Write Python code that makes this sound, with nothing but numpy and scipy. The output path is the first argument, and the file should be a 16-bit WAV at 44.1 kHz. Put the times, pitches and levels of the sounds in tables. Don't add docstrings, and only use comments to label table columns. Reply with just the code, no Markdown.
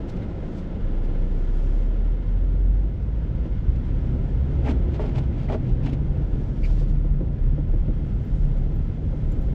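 import sys
import numpy as np
from scipy import signal
from scipy.fft import rfft, irfft, next_fast_len
from scipy.io import wavfile

SR = 44100
rng = np.random.default_rng(int(sys.argv[2]) if len(sys.argv) > 2 else 0)


def to_wav(s):
    ch = np.atleast_2d(s).T
    pcm = np.round(np.clip(ch, -1, 1) * 32767)
    wavfile.write(sys.argv[1], SR, pcm.astype(np.int16))


N = 420713
T = np.arange(N) / SR


def undb(db):
    return 10 ** (np.asarray(db) / 20)


def unit(x):
    return x / np.sqrt(np.mean(x ** 2))


def curves(rows):
    s, *columns = np.transpose(rows)
    return [np.interp(T, s, column) for column in columns]


def noise():
    return rng.standard_normal(N)


def walk(rate):
    size = next_fast_len(N, True)
    f = np.arange(size // 2 + 1) * SR / size
    smoothed = rfft(noise(), size) * np.exp(-(f / rate) ** 2)
    return unit(irfft(smoothed, size)[:N])


def tone(hz):
    cycles = np.cumsum(hz) / SR + rng.random()
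    return np.sqrt(2) * np.sin(2 * np.pi * cycles)


def grains(rate, spread_db):
    hits = rng.random(N) < rate / SR
    signs = rng.choice([-1, 1], N)
    sizes = undb(spread_db * np.minimum(rng.exponential(size=N), 4))
    return hits * signs * sizes


def colour(x, points):
    hz, db = np.transpose(points)
    f = np.maximum(np.arange(N // 2 + 1) * SR / N, 1)
    skirts = np.minimum(f / hz[0], 1) ** 2 * np.minimum(hz[-1] / f, 1) ** 2
    shape = undb(np.interp(np.log(f), np.log(hz), db))
    return unit(irfft(rfft(x) * skirts * shape, N))


def ring(x, modes):
    out = 0
    for hz, width, db in modes:
        b, a = signal.iirpeak(hz, hz / width, fs=SR)
        once = signal.lfilter(b, a, x)
        out = out + undb(db) * signal.lfilter(b, a, once)
    return out


def swell(s, half):
    away = np.abs(T - s) / half
    near = away < 10
    out = np.zeros(N)
    out[near] = np.exp(-.5 * away[near] ** 1.54)
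    return out


def stroke(s, rise, fall):
    return swell(s, np.where(T < s, rise, fall))


def decay(s, length, rise):
    age = np.maximum(T - s, 0)
    return (1 - np.exp(-age / rise)) * np.exp(-np.minimum(age / length, 20))


LOAD_ATTACK_S, LOAD_RELEASE_S = 0.04, 0.18


def push(start, end):
    build = 1 - np.exp(-np.maximum(T - start, 0) / LOAD_ATTACK_S)
    return build * np.exp(-np.maximum(T - end, 0) / LOAD_RELEASE_S)


# (start [s], end [s], level at the start [dB], growth [dB/s])
THROTTLE_PUSHES = [(0.788, 2.1, -22.5, 2.5), (2.252, 2.75, -23, 11), (2.947, 3.246, -29.5, 2),
                   (3.598, 4.203, -31, -1.5), (4.295, 4.85, -25, -2), (6.604, 7.798, -17.5, -7.5),
                   (8.152, 8.602, -23, 3.5)]
COAST_DB = -34.5


def engine_boom(firing):
    load = 0
    for start, end, db, growth in THROTTLE_PUSHES:
        held = np.clip(T, start, end) - start
        load = load + push(start, end) * undb(db + growth * held)
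    return firing * np.hypot(load, undb(COAST_DB)) * undb(0.55 * walk(5.9))


# (multiple of the firing rate, level relative to the drone [dB])
OVERTONES = [(2, 0.5), (3, -11.5), (4, -17), (5, -20), (6, -20), (8, -25)]
# (time [s], lift [dB])
DRONE_SURGES = [(2.42, 6.1), (4.18, 9.1), (5.71, 12), (6.7, 7.54)]
SURGE_HALF_S = 0.1
DRONE_DB, DRONE_DB_PER_OCTAVE = -38, 7
LIFT_OFF_S, LIFT_OFF_FALL_S, OVERRUN_DB = 4.6, 0.34, -2.5


def engine_drone(hz, octaves):
    surges = sum(db * swell(s, SURGE_HALF_S) for s, db in DRONE_SURGES)
    overrun = OVERRUN_DB * (1 - np.exp(-np.maximum(T - LIFT_OFF_S, 0) / LIFT_OFF_FALL_S))
    drone_db = DRONE_DB + DRONE_DB_PER_OCTAVE * octaves + surges + overrun
    return sum(tone(k * hz) * undb(drone_db + db + 2.4 * walk(14)) for k, db in OVERTONES)


BUZZ_DB, BUZZ_DB_PER_OCTAVE = -52, -11


def dashboard_buzz(firing, octaves):
    shaking = noise() * undb(2 * firing)
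    return unit(ring(shaking, [(178.8, 59, 0)])) * undb(BUZZ_DB + BUZZ_DB_PER_OCTAVE * octaves)


# (time [s], speed [km/h])
ROAD_SPEED = [(0, 15), (1.8, 14.5), (3.6, 26), (4.25, 28), (4.9, 29.3), (5.8, 28.3), (7.3, 26), (9.54, 26)]
# (frequency [Hz], width per pass [Hz], level [dB])
WHINE_RESONANCE = [(352.3, 18, -42.5)]
WHINE_HZ_PER_KMH = 12


def gear_whine():
    kmh, = curves(ROAD_SPEED)
    return ring(tone(WHINE_HZ_PER_KMH * kmh), WHINE_RESONANCE) * undb(0.96 * walk(4))


# (time [s], firing rate [Hz])
FIRING_RATE = [(0, 24.2), (.5, 25.23), (.8, 29.04), (1.53, 31.43), (1.95, 38.54), (2.45, 42.49),
               (2.87, 48.47), (3.38, 59.4), (4.2, 63.23), (4.55, 69.32), (4.85, 66.62), (5.25, 63.4),
               (5.9, 61.45), (6.5, 37.81), (7.2, 36.7), (8.48, 32.78), (9.54, 29.94)]
REF_FIRING_HZ = 60


def engine():
    hz, = curves(FIRING_RATE)
    octaves = np.log2(hz / REF_FIRING_HZ)
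    firing = tone(hz)
    boom_and_drone = engine_boom(firing) + engine_drone(hz, octaves)
    return boom_and_drone + dashboard_buzz(firing, octaves) + gear_whine()


# (frequency [Hz], relative level [dB])
RUMBLE_SPECTRUM = [(14, -16), (24, -8), (36, 1), (50, 0), (68, -0.5), (90, -4), (125, -5.5), (165, -9.5),
                   (205, -16.5), (240, -17.5), (330, -25.5), (600, -57)]
CRUISE_KMH, RUMBLE_DB, RUMBLE_DB_PER_KMH = 26.85, -24.5, .5


def body_rumble():
    kmh, = curves(ROAD_SPEED)
    return colour(noise(), RUMBLE_SPECTRUM) * undb(RUMBLE_DB + RUMBLE_DB_PER_KMH * (kmh - CRUISE_KMH))


# (frequency [Hz], relative level [dB])
CRUNCH_SPECTRUM = [(120, -5.5), (220, 3.5), (340, 1.5), (450, -2.5), (560, -5), (750, -13.5), (1000, -25),
                   (1400, -30), (3000, -42), (8000, -67.5)]
# (time [s], crunch level [dB], body wallow level [dB])
SNOW_SURFACE = [(0, -37, -41.5), (2.9, -41, -42), (3.4, -40, -25.5), (4.9, -36.5, -33.5),
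                (5.9, -38.5, -23.5), (6.4, -39, -33.5), (7.3, -42, -27), (8.4, -40.5, -24),
                (8.95, -40.5, -38), (9.3, -39.5, -21.5)]


def snow_crunch():
    crunch_db, wallow_db = curves(SNOW_SURFACE)
    wallow = unit(ring(noise(), [(35.8, 22, 0)])) * undb(wallow_db)
    crunch = colour(grains(5000, 1.5), CRUNCH_SPECTRUM) * undb(crunch_db + walk(3.7))
    return wallow + crunch


# (time [s], level [dB])
TYRE_RING_LEVEL = [(0, -68.5), (3.2, -52), (4.5, -40.5), (5.4, -35.5), (5.7, -33), (6.1, -33), (6.8, -38.5),
                   (7.4, -30), (8.4, -36), (9.54, -34)]
TYRE_RING_HZ = 145.7


def tyre_ring():
    db, = curves(TYRE_RING_LEVEL)
    return tone(TYRE_RING_HZ + 4 * walk(6.84)) * undb(db + 3 * walk(7.7))


# (time of the top [s], build-up [s], level [dB])
SPRAY_SWELLS = [(.15, 0.21, -80), (.58, 0.096, -69), (1.68, 0.29, -67), (4.3, 0.51, -76.5),
                (6.6, 0.32, -70), (8.4, 0.29, -72), (9.4, 0.44, -72.5)]
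SPRAY_FALL_SHARE, SPRAY_FLOOR_DB = .5, -85


def spray():
    spectrum = [(2000, -3.5), (3500, -2), (5500, -2), (7600, -7), (9200, -15), (13000, -25.5)]
    hiss = colour(noise(), spectrum)
    slush = sum(stroke(s, build, build * SPRAY_FALL_SHARE) * undb(db) for s, build, db in SPRAY_SWELLS)
    return hiss * np.hypot(slush, undb(SPRAY_FLOOR_DB)) * undb(1.1 * walk(14))


def tyres():
    return body_rumble() + snow_crunch() + tyre_ring() + spray()


# (time [s], peak level before the cabin [dB])
RUT_HITS = [(0.038, -29.5), (1.251, -36), (2.43, -32), (3.447, -25.5), (6.806, -29), (7.039, -26),
            (7.203, -24), (7.575, -23.5), (7.73, -27.5), (7.877, -22.5), (9.124, -26), (9.33, -33)]
# (frequency [Hz], width per pass [Hz], relative level [dB])
SUSPENSION_MODES = [(167, 51, 4.5), (304.6, 70, 4.5), (486, 125, -5), (770, 160, -25.5)]


def ruts():
    out = 0
    for s, db in RUT_HITS:
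        knock = ring(noise() * decay(s, 0.014, 0.0022), SUSPENSION_MODES)
        out = out + undb(db) * knock / np.abs(knock).max()
    return out


# (time of the top [s],
# build-up [s], let-go [s], arm thud level [dB], blade judder level [dB], rubber swish level [dB])
WIPER_CONTACTS = [(4.682, 0.023, 0.028, -28, -33, -45), (4.692, 0.0027, 0.0096, -16, -46, -52),
                  (4.713, .006, 0.0042, -34, -48, -48.5), (4.947, 0.017, 0.019, -48, -56, -47),
                  (4.996, 0.0017, 0.017, -49, -35, -58), (5.019, .012, 0.013, -50, -41, -48),
                  (5.046, 0.0051, 0.044, -36, -40.5, -49), (5.181, 0.014, 0.015, -45, -39, -43),
                  (5.243, 0.0079, .008, -53, -46, -55), (5.402, 0.032, 0.07, -37, -49.5, -51.5),
                  (5.491, .002, 0.0068, -43, -33.5, -52), (5.505, 0.0035, 0.0077, -38.5, -32, -49),
                  (5.53, 0.0063, 0.0054, -39, -32, -46), (5.546, 0.0053, .012, -29, -31.5, -50.5),
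                  (5.685, 0.024, 0.025, -42, -56, -55), (5.847, 0.012, 0.012, -34, -45, -48.5),
                  (5.866, 0.0054, 0.014, -26.5, -42.5, -46), (5.893, 0.0063, 0.016, -35, -54, -51),
                  (5.93, 0.0033, 0.014, -30, -53, -48.5)]
# (frequency [Hz], pitch wander [Hz], level relative to the thud [dB])
ARM_TONES = [(228, 20, -3), (276.3, 20, -8.5)]
# (frequency [Hz], width per pass [Hz], relative level [dB])
BLADE_MODES = [(443.7, 140, 12.5), (615, 193, 11.5), (768, 140, 2.5), (1083, 120, -6.5), (1327, 59, -6.5),
               (1850, 290, -12.5)]
# (frequency [Hz], relative level [dB])
SWISH_SPECTRUM = [(600, 3.5), (1300, -3.5), (1650, -6), (2200, -4), (3000, -5), (4000, -12), (5500, -18),
                  (7800, -26), (9200, -36), (14000, -48)]
STUTTER_DB, STUTTER_PER_S = 1.8, 130


def wipers():
    arm = sum(tone(hz + wander * walk(30)) * undb(db + 0.94 * walk(40)) for hz, wander, db in ARM_TONES)
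    blade = unit(ring(grains(2300, 3.7), BLADE_MODES))
    rubber = colour(grains(4500, 2.6), SWISH_SPECTRUM) * undb(STUTTER_DB * walk(STUTTER_PER_S))
    out = 0
    for s, rise, fall, thud_db, judder_db, swish_db in WIPER_CONTACTS:
        contact = undb(thud_db) * arm + undb(judder_db) * blade + undb(swish_db) * rubber
        out = out + stroke(s, rise, fall) * contact
    return out


# (time [s], peak level [dB])
LINKAGE_KNOCKS = [(4.994, -27), (5.011, -32), (5.038, -28), (5.499, -24), (5.527, -22.5), (5.538, -26),
                  (5.545, -26)]
# (frequency [Hz], relative level [dB], 60 dB decay time [s])
LINKAGE_MODES = [(430, -2, 0.1), (572, -1, 0.039), (665, -3, 0.03), (787, -3, 0.022), (905, -9.5, .035),
                 (1100, -20, .06), (1340, -14.5, 0.044), (1900, -18, 0.035)]


def knocks():
    out = np.zeros(N)
    age = np.arange(SR // 4) / SR
    for s, db in LINKAGE_KNOCKS:
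        knock = 0
        for hz, mode_db, t60 in LINKAGE_MODES:
            gain = undb(mode_db + 1.8 * rng.standard_normal())
            pitch = hz * (1 + 0.013 * rng.standard_normal())
            wave = np.sin(2 * np.pi * (pitch * age + rng.random()))
            knock = knock + gain * wave * np.exp(-np.log(1000) * age / t60)
        knock = knock * (1 - np.exp(-age / 0.0012))
        start = int(s * SR)
        out[start:start + len(age)] += undb(db) * knock / np.abs(knock).max()
    return out


# (time of the top [s], build-up [s], let-go [s], pitch [Hz], glide [Hz/s],
# hoarse pitch spread [Hz], level [dB], octave level relative to the first partial [dB])
SQUEAK_CHIRPS = [(.224, 0.0047, 0.008, 1910, -1500, 90, -58, -2.5),
                 (4.681, 0.014, 0.011, 2250, -5000, 330.6, -41, -21),
                 (5.493, 0.0045, 0.0044, 2155, 26001, 170, -43, -21),
                 (5.526, .004, .005, 3250, -9000, 160, -50.5, -22),
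                 (5.874, .007, .01, 2300, 1, 280, -50, -21), (6.644, .007, .0105, 2330, 0, 150, -43, -13)]
WAVER_PER_S, FLUTTER_DB = 600, 4


def squeaks():
    out = 0
    wavers = [walk(WAVER_PER_S) for _ in range(2)]
    grips = [unit(undb(FLUTTER_DB * np.clip(walk(WAVER_PER_S), -2, 2))) for _ in range(2)]
    for s, rise, fall, hz, glide, spread, db, octave_db in SQUEAK_CHIRPS:
        pitch = hz + glide * np.clip(T - s, -rise, fall)
        first = tone(pitch + spread * wavers[0]) * grips[0]
        octave = tone(2 * (pitch + spread * wavers[1])) * grips[1]
        out = out + (first + undb(octave_db) * octave) * stroke(s, rise, fall) * undb(db)
    return out


# (time of the top [s], build-up [s], let-go [s], rasp level [dB], hollow panel level [dB])
TRIM_SCUFFS = [(0.097, .011, 0.014, -56, -59), (.168, .009, .009, -64, -70), (.228, .008, .013, -65, -52.5),
               (0.585, 0.0092, .01, -59, -58), (1.053, 0.01, 0.0085, -64, -70),
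               (3.029, .004, .004, -66, -68), (3.761, .0044, .0044, -63, -70),
               (6.663, 0.017, 0.0095, -59, -60), (6.709, 0.038, 0.032, -59.5, -70),
               (6.805, 0.029, 0.029, -59.5, -63), (6.9, 0.022, 0.036, -66, -72)]
# (frequency [Hz], relative level [dB])
RASP_SPECTRUM = [(1200, -6), (2500, 1), (4500, 2), (7500, -7.5), (9500, -18.5), (14000, -24.5)]
# (frequency [Hz], width per pass [Hz], relative level [dB])
PANEL_MODES = [(1350, 600, -0.5), (2050, 500, -1)]


def trim():
    rasp = colour(grains(9000, 1.8), RASP_SPECTRUM) * undb(1.2 * walk(60))
    panel = unit(ring(grains(4000, 2.5), PANEL_MODES))
    out = 0
    for s, rise, fall, rasp_db, panel_db in TRIM_SCUFFS:
        out = out + stroke(s, rise, fall) * (undb(rasp_db) * rasp + undb(panel_db) * panel)
    return out


# (time [s], level [dB], brightness [dB/octave])
CLINK_TICKS = [(8.064, -77, -2), (8.249, -74, 3), (8.532, -77, -4), (8.581, -67, -10), (8.755, -71, 7),
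               (8.789, -73.5, 5), (8.89, -79, 2), (9.319, -58.5, -7), (9.419, -65.5, 1)]
# (frequency [Hz], level relative to the clink [dB], 60 dB decay time [s])
CLINK_MODES = [(6040, -7.5, .026), (7192, 0, .052), (8419, -11.5, .03), (10210, -14, .08),
               (12330, 0.5, .06), (12510, -5, .04), (13100, -4, .015)]


def clinks():
    out = np.zeros(N)
    age = np.arange(SR // 4) / SR
    pivot_hz = CLINK_MODES[1][0]
    for s, db, tilt in CLINK_TICKS:
        start = int(s * SR)
        for hz, mode_db, t60 in CLINK_MODES:
            gain = undb(db + mode_db + tilt * np.log2(hz / pivot_hz) + 1.5 * rng.standard_normal())
            envelope = np.exp(-np.log(1000) * age / t60) * (1 - np.exp(-age / .0005))
            mode = gain * np.sqrt(2) * np.sin(2 * np.pi * hz * age) * envelope
            out[start:start + len(age)] += mode[:N - start]
    return out


# (frequency [Hz], relative level [dB])
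FAN_SPECTRUM = [(530, -29), (900, -1.5), (1040, -2), (1080, -11), (1210, -7), (1390, -3), (1940, -10),
                (2100, -8), (2290, -12.5), (3300, -14), (3970, -21), (5740, -27), (8040, -36.5),
                (9250, -56.5), (12000, -58), (15600, -84.5), (22000, -120)]
# (time [s], level [dB])
FAN_AIR_LEVEL = [(0, -53.5), (1.7, -54.5), (2.9, -58), (3.6, -55), (5.1, -54), (6.1, -56.5), (6.7, -55.5),
                 (7.1, -59), (8, -57), (9.54, -56.5)]


def fan():
    db, = curves(FAN_AIR_LEVEL)
    return colour(noise(), FAN_SPECTRUM) * undb(db + 0.75 * walk(28))


# (frequency [Hz], width [Hz], lift or dip [dB])
CABIN_MODES = [(250, 13, 1.5), (443, 50, -0.5), (525, 23, 3), (587, 26, -3.5), (712, 14, 1.5), (802, 31, 5),
               (920, 42, -1), (960, 14, 2), (1300, 82, 1.5), (1626, 85, -5), (1677, 45, 5), (2090, 57, 2.5),
               (2580, 65, 0.5)]


def cabin(x):
    f = np.arange(N // 2 + 1) * SR / N
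    bands_db = sum(db / (1 + (2 * (f - hz) / width) ** 2) for hz, width, db in CABIN_MODES)
    return irfft(rfft(x) * undb(bands_db), N)


def scene():
    coloured = cabin(tyres() + ruts() + fan())
    wiper_sounds = wipers() + knocks()
    details = squeaks() + trim() + clinks()
    return (engine() + coloured + wiper_sounds + details)[None]


TOP_HZ = 14500


def record(dry):
    ease = np.clip(np.minimum(T, T[-1] - T) / .004, 0, 1)
    low_pass = signal.ellip(8, .2, 70, TOP_HZ, fs=SR, output="sos")
    return signal.sosfilt(low_pass, dry * ease)


dry = scene()
out = record(dry)
to_wav(out)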